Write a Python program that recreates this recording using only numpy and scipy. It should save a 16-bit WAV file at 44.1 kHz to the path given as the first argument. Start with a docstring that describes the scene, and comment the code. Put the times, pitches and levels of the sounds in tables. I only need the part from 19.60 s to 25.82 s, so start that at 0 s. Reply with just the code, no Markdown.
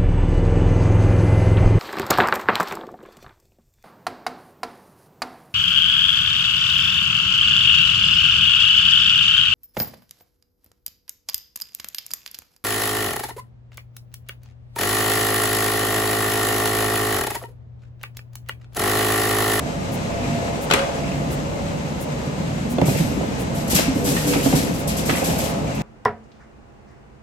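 """Shopping cart through a store entrance

A metal cart is pushed through glass doors, heard from the cart itself.
Grit impacts drive the rumble, the roar and the modes of frame and basket; sills give thuds and knocks.
Loose metal clacks and rattles as bursts of contacts on ringing modes; low hums drone, casters scuff.
A nylon jacket swishes close by as shaped grain noise; a narrow whine comes in runs.
Air hisses, and faint hiss pulses recur steadily, as from an ultrasonic door sensor.
"""
import sys
import numpy as np
from scipy import signal
from scipy.fft import rfft, irfft, next_fast_len
from scipy.io import wavfile

SR = 44100
rng = np.random.default_rng(int(sys.argv[2]) if len(sys.argv) > 2 else 0)


def digitize_waveform(pressure):
    """Quantize a signal to 16-bit integers and store it at the path in sys.argv[1].

    Rows of a 2-D input are taken as channels; values are limited to [-1, 1].
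    """
    field = np.atleast_2d(pressure).T
    bounded = np.clip(field, -1, 1)
    quanta = np.round(bounded * 32767).astype(np.int16)
    wavfile.write(sys.argv[1], SR, quanta)


N = 274302
TIME = np.arange(N) / SR

# rolling, by speed and floor: t/s, rumble level before trim/dB, roar level before trim/dB
ROLLING = [(0, -26.5, -33.5), (.7, -25.5, -32.5), (1.27, -29, -30.5), (1.45, -24.5, -32.5), (2.4, -26, -34),
           (3.1, -24, -35), (4.05, -24, -33), (5.3, -23.5, -33.5), (5.7, -23.5, -29.5), (6.22, -25, -33)]
# frame rumble spectrum: f/Hz, relative density/dB per Hz
RUMBLE_SPECTRUM = [(20, -31), (35, -20), (50, -6), (80, -4), (110, -6.5), (150, 2), (200, -2.5),
                   (250, -2.5), (320, -9), (450, -21.5), (900, -50.5)]
# wheel roar spectrum: f/Hz, relative density/dB per Hz
ROAR_SPECTRUM = [(150, -15), (300, -15.5), (420, -1), (530, 3), (700, -2.5), (850, -3.5), (1100, -10.5),
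                 (1600, -34), (3000, -33.5), (8000, -43.5)]
# tube frame modes: f/Hz, relative level/dB, t60/s
FRAME_MODES = [(288.6, -0.5, 0.22), (405, -6, 0.3), (487, -8.5, 0.49)]
# wire basket modes, also rung by clacks: f/Hz, relative level/dB, t60/s
BASKET_MODES = [(411, 3.5, 0.081), (558.5, 4, 0.25), (864, -6, 0.16), (1017, -0.5, 0.082), (1220, -3, 0.15),
                (1303, -7, 0.28), (1440, -8.5, 0.15), (1880, -13, 0.22), (2100, -7, .23), (2660, -13, 0.14),
                (2820, -10, 0.17), (3120, -26.5, 0.22), (3570, -28, 0.16), (3950, -7, 0.13),
                (6530, -5, .08)]
# ribbed sills and mats: start/s, length/s, extra rumble before trim/dB, frame judder level/dB
RIBBED_SILLS = [(3.194, 0.45, -29, -32), (4.375, 0.22, -26, -24), (4.62, 0.24, -48, -24.5),
                (4.883, 0.28, -31, -27)]
SILL_RISE_S, SILL_FALL_S = 0.065, 0.065
SHUDDER_RE_BUMP_DB, SHUDDER_FADE_S = -15.5, 0.026
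USUAL_ROAR_DB = -33.5
HUM_AT_USUAL_ROAR_DB, HUM_DB_PER_ROAR_DB = -40, 0.62


def wheels(rumble_trim_db=-1, roar_trim_db=2.5, judder_shared=0.18, shudder_rise_s=0.0043):
    """Grit shakes the frame, roars in the hubs and hums the basket; sills judder, bumps shudder."""
    ribs = [(stretch(s, length_s, SILL_RISE_S, SILL_FALL_S), low_db, judder_db)
            for s, length_s, low_db, judder_db in RIBBED_SILLS]
    shudder = together(amp(db + SHUDDER_RE_BUMP_DB) * fading(s, shudder_rise_s, SHUDDER_FADE_S)
                       for s, db, *_ in WHEEL_BUMPS)
    sill_shaking = [on * amp(low_db) for on, low_db, _ in ribs]
    shaking = together([level(ROLLING, axis=1), shudder] + sill_shaking)

    tremor = grains(per_s=2500, spread_db=1) * waver(rate_hz=14, depth_db=.6)
    rumble = unit(colour(tremor, RUMBLE_SPECTRUM, LIKENESS)) * shaking

    grit = grains(per_s=5000, spread_db=1.2) * waver(rate_hz=14, depth_db=.8)
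    roar = unit(colour(grit, ROAR_SPECTRUM, LIKENESS)) * level(ROLLING, axis=2)

    frame = shaken(FRAME_MODES)
    frame = unit(frame + judder_shared * frame[::-1])
    judder = frame * together(on * amp(judder_db) for on, _, judder_db in ribs)

    hum = shaken(BASKET_MODES) * amp(HUM_AT_USUAL_ROAR_DB) * pace() ** HUM_DB_PER_ROAR_DB
    return amp(rumble_trim_db) * rumble + amp(roar_trim_db) * roar + judder + hum


def pace():
    """Roar gain relative to the usual roar."""
    return level(ROLLING, axis=2) / amp(USUAL_ROAR_DB)


# wheels on sills and mats: t/s, level before trim/dB, thud f/Hz, knock re thud before trim/dB, left-right/dB
WHEEL_BUMPS = [(3.184, -6, 273, -8.5, -6), (3.195, -19, 275, -2, -4), (3.216, -9, 235, -8, -17),
               (3.2204, 2, 166, -18, -4), (3.281, -2, 139, -11, -1), (3.293, -12.5, 198, -7, -3),
               (3.311, -14, 164, -18, 3), (3.349, -10, 136, -6.5, -2), (3.404, -2.5, 158, -16, -4),
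               (3.45, -7, 138, -22, -3), (3.566, -11, 197, -14, 8), (3.611, -18, 236, -0.5, -4),
               (3.632, -19.5, 304, 1, -1), (4.131, -8, 168, -7.5, -4), (4.146, -8.5, 186, -21, 2),
               (4.187, -12.5, 243, 1.5, 3.5), (4.279, -1, 269, -22, -4), (4.357, -3.5, 282, -24, -4),
               (4.476, -11.5, 268, -10, -2), (4.519, -16.5, 149, -3, -5), (4.671, -10, 280, -14, -4),
               (4.714, -23, 274, -12, 3), (4.758, -8.5, 287, -6, -6), (4.859, 1, 274, -12.5, -3.5),
               (4.928, -6, 261, -13, 3), (4.934, -0.5, 156, -15, -4), (4.95, -8, 255, -12, -7),
               (5.268, -13, 172, -10, -4), (5.392, -17, 226, -6, -.5), (5.491, -8.5, 275, -6, -8),
               (5.503, -14, 306, -12, -7), (5.526, -9, 177, -8, 3), (5.623, -10, 282, -5, -4),
               (5.682, -6.5, 171, -12, -2), (5.703, -12, 199, -8.5, -.5)]
# knock spectrum: f/Hz, relative density/dB per Hz
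KNOCK_SPECTRUM = [(60, -15), (130, -20), (300, 0.5), (500, -2), (800, -5.5), (1050, -17), (1500, -20),
                  (4000, -48), (16000, -91)]


def bumps(thud_trim_db=-3, knock_trim_db=-2.0, thud_fade_s=0.013, thud_rise_s=0.0068, knock_fade_s=0.01):
    """A wheel drops over an edge: a hard knock and a damped sine thud of the frame."""
    out, t = np.zeros((2, N)), TIME[:SR // 4]
    envelope = np.exp(-t / thud_fade_s) * (1 - np.exp(-t / thud_rise_s))
    for s, db, hz, knock_db, side_db in WHEEL_BUMPS:
        thud = amp(thud_trim_db) * np.sin(2 * np.pi * hz * t) * envelope
        knock = amp(knock_trim_db + knock_db) * burst(KNOCK_SPECTRUM, knock_fade_s)
        add(out, s, amp(db) * pan(side_db) * (thud + knock))
    return out


# hardest wheel strikes on metal sills: t/s, level/dB, first f/Hz
SILL_CLONKS = [(3.183, -16.5, 724), (3.2155, -11.5, 973), (3.61, -22, 792), (4.928, -19.5, 1017),
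               (5.49, -21, 800)]


def clonks(fade_s=0.0042, sag_s=0.011):
    """A hollow clonk that sags in pitch as the tread gives."""
    out, t = np.zeros((2, N)), TIME[:SR // 8]
    envelope = 2 * (t / fade_s) ** .5 * np.exp(-t / fade_s)
    for s, db, hz in SILL_CLONKS:
        turns = np.cumsum(hz / (1 + t / sag_s)) / SR
        add(out, s, amp(db) * (envelope * np.sin(2 * np.pi * turns))[None])
    return out


# loose metal blows: t/s, level/dB, fade/s, treble lift/dB, left-right/dB
METAL_CLACKS = [(1.101, -23, 0.013, -2, 7), (1.1112, -4.5, 0.0033, 2, -4.5), (1.1173, -19, 0.0021, 7, -11),
                (1.1233, -21, 0.0067, -4, 6), (1.1357, -9, 0.004, -1, 2.5), (1.1382, -9, 0.0017, 47, -2),
                (1.1406, -13, 0.0068, -4, 3), (1.192, -20, .008, -6, 2), (3.2148, -26, 0.0039, 10, -8),
                (4.186, -18.5, 0.011, -3, -3), (4.565, -24, 0.015, 0, -1), (4.7343, -22, 0.012, -3, -6),
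                (4.927, -27, 0.0039, -9, 2), (5.491, -23, 0.0027, -6, 3), (5.4955, -16.5, 0.012, -6, -3)]
# clack spectrum before lift: f/Hz, relative density/dB per Hz
CLACK_SPECTRUM = [(120, -18), (350, -2), (600, 0.5), (900, 4), (1400, 4), (2000, -2), (2900, -0.5),
                  (4200, -7), (6000, -12), (8200, -13.5), (10000, -17.5), (16000, -31)]


def clacks(ring_re_clack_db=15, knee_hz=4000):
    """Loose metal chatters against the basket, and every blow rings its modes."""
    out = np.zeros((2, N))
    for s, db, fade_s, lift_db, side_db in METAL_CLACKS:
        spectrum = [(hz, d + lift_db * hz ** 2 / (hz ** 2 + knee_hz ** 2)) for hz, d in CLACK_SPECTRUM]
        add(out, s, amp(db) * pan(side_db) * burst(spectrum, fade_s))
        add(out, s, amp(db + ring_re_clack_db) * ring(BASKET_MODES))
    return out


# cart body under the heaviest clacks: t/s, level/dB, f/Hz, fade/s
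BODY_BOOMS = [(1.11, -15, 420, 0.017), (1.136, -15, 270, 0.005), (1.164, -17, 551, 0.041)]


def booms(rise_s=0.0037):
    """Short low rings of the cart's body under the heavy clacks."""
    out = np.zeros((2, N))
    for s, db, hz, fade_s in BODY_BOOMS:
        out += amp(db) * fading(s, rise_s, fade_s) * np.sin(2 * np.pi * hz * (TIME - s))
    return out


# loose wires: t/s, level/dB, pitch f/Hz, chatter/s, left-right/dB
WIRE_RATTLES = [(1.111, -24, 2600, 0.0061, -8), (1.123, -17, 2620, 0.0033, 13), (1.14, -14, 1450, .003, 0),
                (1.187, -31, 2970, 0.0038, 1), (3.184, -30, 2640, .003, 9), (3.215, -28, 2150, 0.0038, 6),
                (3.29, -30, 2470, 0.0082, 2.5), (3.349, -32, 2000, 0.0046, -2),
                (3.385, -32, 2520, 0.0037, 2.5), (4.565, -26, 1876, 0.012, 2),
                (4.735, -24, 2650, 0.0036, 2), (4.737, -31, 1880, 0.0073, 9),
                (4.749, -29.5, 2890, 0.0047, 0), (4.831, -28, 2970, .003, 2), (4.9267, -27, 2100, .003, 2),
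                (4.966, -34, 2500, .003, -1), (5.495, -19, 2010, 0.0054, 0), (5.51, -26, 2060, .005, 2),
                (5.537, -26, 2350, .004, 1), (5.552, -26, 2030, .004, -1), (5.569, -27, 2030, 0.0054, 6)]
# wire modes: multiple of pitch, relative level/dB, t60/s
WIRE_MODES = [(1, 5.5, 0.023), (1.1, -6, .018), (1.3, 1, .016), (1.6, -4, 0.022)]


def rattles():
    """A loose wire chatters against its neighbours and rings briefly at its own pitch."""
    out = np.zeros((2, N))
    for s, db, hz, chatter_s, side_db in WIRE_RATTLES:
        wire = ring([(hz * k, d, t60) for k, d, t60 in WIRE_MODES])[:, :SR // 8]
        x = signal.fftconvolve(contacts(chatter_s), wire, axes=1)
        x *= np.sqrt(chatter_s * SR) / np.linalg.norm(x, axis=1, keepdims=True)
        add(out, s, amp(db) * pan(side_db) * x)
    return out


# low hums of wheels and basket: start/s, length/s, first f/Hz, last f/Hz, level/dB
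CART_DRONES = [(0.15, 0.86, 96, 95.1, -37), (0.565, 0.29, 243, 233.4, -30), (1.34, 1.11, 155, 147, -32),
               (.55, 0.87, 558, 559, -49), (1.828, 0.49, 560, 574, -37.5), (2.79, 0.33, 148, 144.8, -35),
               (3.022, 0.2, 220, 255, -27), (3.883, 0.36, 178, 177.5, -31)]
DRONE_FADE_S = 0.073


def drones():
    """Unsteady low hums of wheels and basket, each gliding slightly in pitch."""
    out = np.zeros((2, N))
    for s, length_s, first_hz, last_hz, db in CART_DRONES:
        glide_hz = np.interp(TIME, [s, s + length_s], [first_hz, last_hz])
        drone = tone(glide_hz, drift=0.01337, flutter_db=2.0, port_turns=0.023)
        out += drone * amp(db) * stretch(s, length_s, DRONE_FADE_S, DRONE_FADE_S)
    return out


# casters sideways in turns: start/s, length/s, level/dB
CASTER_SCUFFS = [(.48, 0.32, -43.5), (1.375, 0.25, -41), (3.23, 0.24, -36), (4.707, 0.12, -29),
                 (5.504, 0.38, -38.5), (6.06, .24, -41.5)]
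# scuff modes: f/Hz, relative level/dB, t60/s
CASTER_MODES = [(2140, 0, 0.017), (2496, 3, 0.047), (2720, -7, 0.045), (5160, -1, .015)]
SCUFF_RISE_S, SCUFF_FALL_S = 0.02, 0.074


def scuffs(pitch_spread=0.092):
    """Casters stick and slip in turns: clumped tiny ticks at five slightly different pitches."""
    slips = np.zeros((2, N))
    for k in 1 + pitch_spread * np.linspace(-1, 1, 5):
        slips += shaken([(hz * k, db, t60) for hz, db, t60 in CASTER_MODES], per_s=130)
    clumps = waver(rate_hz=60, depth_db=3.5)
    turns = together(amp(db) * stretch(s, length_s, SCUFF_RISE_S, SCUFF_FALL_S)
                     for s, length_s, db in CASTER_SCUFFS)
    return unit(slips * clumps) * turns


# sleeve strokes: t/s, level/dB, rise/s, fade/s
SLEEVE_STROKES = [(3.251, -26, 0.0076, 0.11), (3.368, -29.5, 0.0037, 0.083), (3.94, -30, 0.017, 0.07),
                  (4.078, -24.5, .003, 0.01), (4.093, -14, 0.019, 0.045), (4.147, -12.5, 0.0012, 0.04),
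                  (4.34, -31, 0.02, 0.083), (4.44, -21.5, 0.009, 0.12), (4.468, -29, 0.0088, 0.06),
                  (4.54, -25.5, 0.033, 0.12), (4.666, -20, 0.0084, 0.07), (4.77, -27, .015, 0.054),
                  (4.825, -23.5, 0.0099, 0.13), (4.952, -21.5, 0.0019, 0.062), (5.135, -31, 0.006, 0.042),
                  (5.273, -21.5, 0.0031, 0.04), (5.365, -23, 0.005, 0.04), (5.452, -26.5, 0.0042, 0.15),
                  (5.556, -23, 0.0046, 0.035), (5.639, -23, 0.0025, 0.09), (5.779, -23, 0.0048, 0.051),
                  (5.835, -22, 0.0085, 0.023), (6.147, -33.5, 0.0031, 0.019)]
# nylon slip spectrum: f/Hz, relative density/dB per Hz
NYLON_SPECTRUM = [(300, -12), (1200, 2), (2500, 7), (4000, 6), (6000, 7.5), (8300, 8.5), (9800, 7.5),
                  (12000, 3.5), (14000, 6.5), (15600, -43)]
# tick spectrum: f/Hz, relative density/dB per Hz
TICK_SPECTRUM = [(500, -26), (1500, -13), (3000, 0), (5000, -18), (8000, -26), (16000, 2)]
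# near-field left-right likeness: f/Hz, correlation before clipping
NEAR_LIKENESS = [(500, 0.43), (2000, -0.73), (3200, 0.18), (5000, 0.093), (6800, -0.18), (8300, 0.1),
                 (9400, -1.41), (11500, .98), (12600, 0.99), (14100, -1.4), (16000, -0.14)]


def jacket(tick_db=-14.0, wet_db=-5, split_hz=5500, lag_s=0.016):
    """Nylon threads slip: hiss, a duller cloth body swelling behind it, sparse bright ticks in the rustle."""
    swish = together(amp(db) * fading(s, rise_s, fade_s) for s, db, rise_s, fade_s in SLEEVE_STROKES)
    r = np.exp(-1 / (lag_s * SR))
    swell = signal.lfilter([1 - r], [1, -r], swish) * waver(rate_hz=55, depth_db=1.5)
    slips = unit(colour(grains(per_s=17000, spread_db=0.0), NYLON_SPECTRUM, NEAR_LIKENESS))
    ticks = unit(colour(grains(per_s=450, spread_db=2.5), TICK_SPECTRUM, NEAR_LIKENESS))
    friction = slips + amp(tick_db) * ticks
    low_pass = signal.butter(2, split_hz, fs=SR, output="sos")
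    body = signal.sosfiltfilt(low_pass, friction)
    hiss = friction - body
    cloth = body * swell + hiss * swish
    return cloth + amp(wet_db) * hall(cloth, build_s=0.03, dull_hz=3500)


# narrow whine, likely automatic door motors: start/s, length/s, level/dB
WHINE_RUNS = [(-.1, 0.56, -41.5), (0.446, 0.57, -35), (1.095, 0.62, -35.5), (3.897, 0.63, -39),
              (4.595, 0.84, -40.5), (5.505, 0.66, -37)]
WHINE_HZ, WHINE_FADE_S = 681, 0.05


def whine():
    """A wandering narrow tone that swells and dies with each run."""
    runs = together(amp(db) * stretch(s, length_s, WHINE_FADE_S, WHINE_FADE_S)
                    for s, length_s, db in WHINE_RUNS)
    return tone(WHINE_HZ, drift=0.00412, flutter_db=3.0, port_turns=0.088) * runs


# pulse hiss spectrum: f/Hz, relative density/dB per Hz
SENSOR_SPECTRUM = [(500, -27), (2000, -36), (5000, -6), (10000, 1.5), (16000, -5)]
SENSOR_START_S, SENSOR_PERIOD_S = .311, .6945


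def sensor(hiss_db=-40, length_s=0.059):
    """Evenly spaced half-sine pulses of hiss, nearly alike left and right."""
    phase = (TIME - SENSOR_START_S) % SENSOR_PERIOD_S / length_s
    swell = np.sin(np.pi * np.minimum(phase, 1))
    noise = rng.standard_normal((2, N))
    hiss = unit(colour(noise, SENSOR_SPECTRUM, [(100, 0.99), (16000, 1.0)]))
    return amp(hiss_db) * swell * hiss


# entrance air spectrum: f/Hz, relative density/dB per Hz
AIR_SPECTRUM = [(300, -21.5), (1000, 5), (1700, 6), (2600, 4), (3500, -0.5), (5000, -3), (7000, -3.5),
                (8300, -4.5), (10000, -10.5), (16000, -29)]
# entrance air: t/s, level before waver/dB
AIR_LEVEL = [(0, -37.5), (.7, -35.5), (1.5, -36.5), (2.2, -37.5), (3.7, -36), (5, -36), (6.2, -36.5)]


def air():
    """Hiss of the entrance and its ventilation: coloured noise, wavering in level."""
    hiss = unit(colour(rng.standard_normal((2, N)), AIR_SPECTRUM, LIKENESS))
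    return hiss * level(AIR_LEVEL) * waver(rate_hz=25, depth_db=1.26)


# entrance reverberation: f/Hz, t60/s
HALL_T60 = [(150, 0.31), (600, 0.58), (2000, 0.55), (3500, 0.45), (5500, 0.58), (12000, 0.3)]


def hall(x, build_s=0.0053, dull_hz=7000):
    """Dense reflections from glass and tile: noise decaying by band, with weakened treble."""
    hz, t, z = signal.stft(rng.standard_normal((2, SR)), SR, nperseg=256)
    decay = amp(-60 * t / read(HALL_T60, hz)[:, None])
    tail = signal.istft(z * decay, SR, nperseg=256)[1]
    tail *= 1 - np.exp(-TIME[:tail.shape[1]] / build_s)
    r = np.exp(-2 * np.pi * dull_hz / SR)
    tail = signal.lfilter([1 - r], [1, -r], tail / np.linalg.norm(tail[0]))
    return signal.fftconvolve(x, tail, axes=1)[:, :N]


def ring(modes, port_gap_s=0.00021):
    """Decaying sines of a set of modes, reaching the right a little after the left."""
    t = np.maximum(TIME[:SR] - np.array([[0], [port_gap_s]]), 0)
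    x = sum(amp(db - 60 * t / t60) * np.sin(2 * np.pi * hz * t) for hz, db, t60 in modes)
    return x / np.linalg.norm(x[0])


def shaken(modes, per_s=2500):
    """A body kept ringing by a train of tiny impacts."""
    impacts = grains(per_s, spread_db=3.2)
    return unit(signal.fftconvolve(impacts, ring(modes), axes=1)[:, :N])


def grains(per_s, spread_db):
    """Left and right impacts of uneven size at random times."""
    size = amp(spread_db * np.minimum(rng.exponential(1, N), 4))
    hits = rng.random(N) < per_s / SR
    return unit(rng.standard_normal((2, N)) * size * hits)


def contacts(fade_s, per_s=4500, spread_db=1.4, first_db=7):
    """One solid blow, then a short flurry of uneven bounces."""
    t = TIME[:SR // 4]
    size = amp(spread_db * np.minimum(rng.exponential(1, len(t)), 3))
    size *= rng.random(len(t)) < per_s / SR
    size[0] = amp(first_db)
    signs = rng.choice([-1., 1.], (2, len(t)))
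    return signs * size * np.exp(-(t / fade_s) ** 2 / 2)


def burst(spectrum, fade_s):
    """A blow and its bounces, in the colour of the thing struck."""
    x = colour(contacts(fade_s), spectrum, LIKENESS)
    return x / np.sqrt(np.sum(x ** 2) / (fade_s * SR))


def tone(hz, drift, flutter_db, port_turns):
    """A narrow tone wandering in pitch and level, out of step left to right."""
    knots = rng.standard_normal(256)
    wander = drift * np.interp(TIME * 25, np.arange(len(knots)), knots)
    turns = np.cumsum(hz * (1 + wander)) / SR
    flutter = waver(rate_hz=30, depth_db=flutter_db)
    return unit(np.sin(2 * np.pi * (turns + np.array([[0], [port_turns]]))) * flutter)


# all-round left-right likeness: f/Hz, correlation before clipping
LIKENESS = [(50, 0.77), (130, 0.93), (220, 0.77), (380, 0.33), (680, 0.05), (1400, -0.4), (1900, -0.4),
            (2700, 0.084), (8000, 0.029), (8800, -0.73), (9900, -2.67), (11500, .98), (14600, -1.5)]
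# channel balance: f/Hz, left-right/dB
BALANCE = [(60, -1), (200, -0.1), (450, -2), (800, -0.5), (1300, 2), (2500, 4), (8000, 3.5), (13000, -1)]


def colour(pair, spectrum, likeness):
    """Gives two signals a minimum-phase colour, left-right correlation and balance."""
    size = next_fast_len(pair.shape[1] + 2048)
    size += size % 2
    hz = np.fft.rfftfreq(size, 1 / SR)
    a, b = rfft(pair, size)
    same = np.clip(read(likeness, hz), -.98, .98)
    mid, side = a * np.sqrt(1 + same), b * np.sqrt(1 - same)
    # folded cepstrum: causal filter
    cepstrum = irfft(np.log(amp(read(spectrum, hz))))[:size // 2]
    cepstrum[1:] *= 2
    lean = amp(read(BALANCE, hz) / 2)
    ports = np.array([(mid + side) * lean, (mid - side) / lean])
    return irfft(ports * np.exp(rfft(cepstrum, size)))[:, :pair.shape[1]]


def waver(rate_hz, depth_db):
    """A gain that wanders at random."""
    knots = rng.standard_normal(4096)
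    return amp(depth_db * np.interp(TIME * rate_hz, np.arange(len(knots)), knots))


def stretch(start_s, length_s, rise_s, fall_s):
    """An envelope that rises, holds and falls."""
    t = TIME - start_s
    return np.clip(np.minimum(t / rise_s, (length_s - t) / fall_s), 0, 1)


def fading(start_s, rise_s, fade_s):
    """An envelope that rises and dies away exponentially."""
    t = np.maximum(TIME - start_s, 0)
    return (1 - np.exp(-t / rise_s)) * np.exp(-t / fade_s)


def together(gains):
    """Joint gain of unrelated causes: powers add."""
    return np.sqrt(sum(gain ** 2 for gain in gains))


def level(rows, axis=1):
    """One dB column of a curve as a gain for every sample."""
    rows = np.asarray(rows)
    return amp(np.interp(TIME, rows[:, 0], rows[:, axis]))


def read(points, hz):
    """Reads a table along a logarithmic frequency axis."""
    f, value = np.transpose(points)
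    return np.interp(np.log(hz + 1), np.log(f + 1), value)


def amp(db):
    """Decibels to gain."""
    return 10 ** (np.asarray(db) / 20)


def unit(x):
    """Scales to an rms of 1."""
    return x / np.sqrt(np.mean(x ** 2) + 1e-20)


def pan(db):
    """Left and right gains for a level difference."""
    return amp([[db / 2], [-db / 2]])


def add(mix, s, sound):
    """Mixes a sound in at a time."""
    part = mix[:, max(round(s * SR), 0):][:, :sound.shape[1]]
    part += sound[:, :part.shape[1]]


def scene(bump_wet_db=-9, clack_wet_db=-5.0, rattle_wet_db=-8):
    """The cart and the jacket in the entrance hall."""
    low, sharp, wires = bumps() + clonks() + booms(), clacks(), rattles()
    echo = hall(amp(bump_wet_db) * low + amp(clack_wet_db) * sharp + amp(rattle_wet_db) * wires)
    cart = wheels() + low + sharp + wires + echo + drones() + scuffs()
    return cart + jacket() + whine() + sensor() + air()


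def record(dry, ceiling=.95, edge_hz=15900):
    """Clips peaks at the ceiling, then low-passes."""
    limited = np.clip(dry, -ceiling, ceiling)
    low_pass = signal.firwin(401, edge_hz, window=("kaiser", 9), fs=SR)
    return signal.oaconvolve(limited, low_pass[None], "same")


dry = scene()
out = record(dry)
digitize_waveform(out)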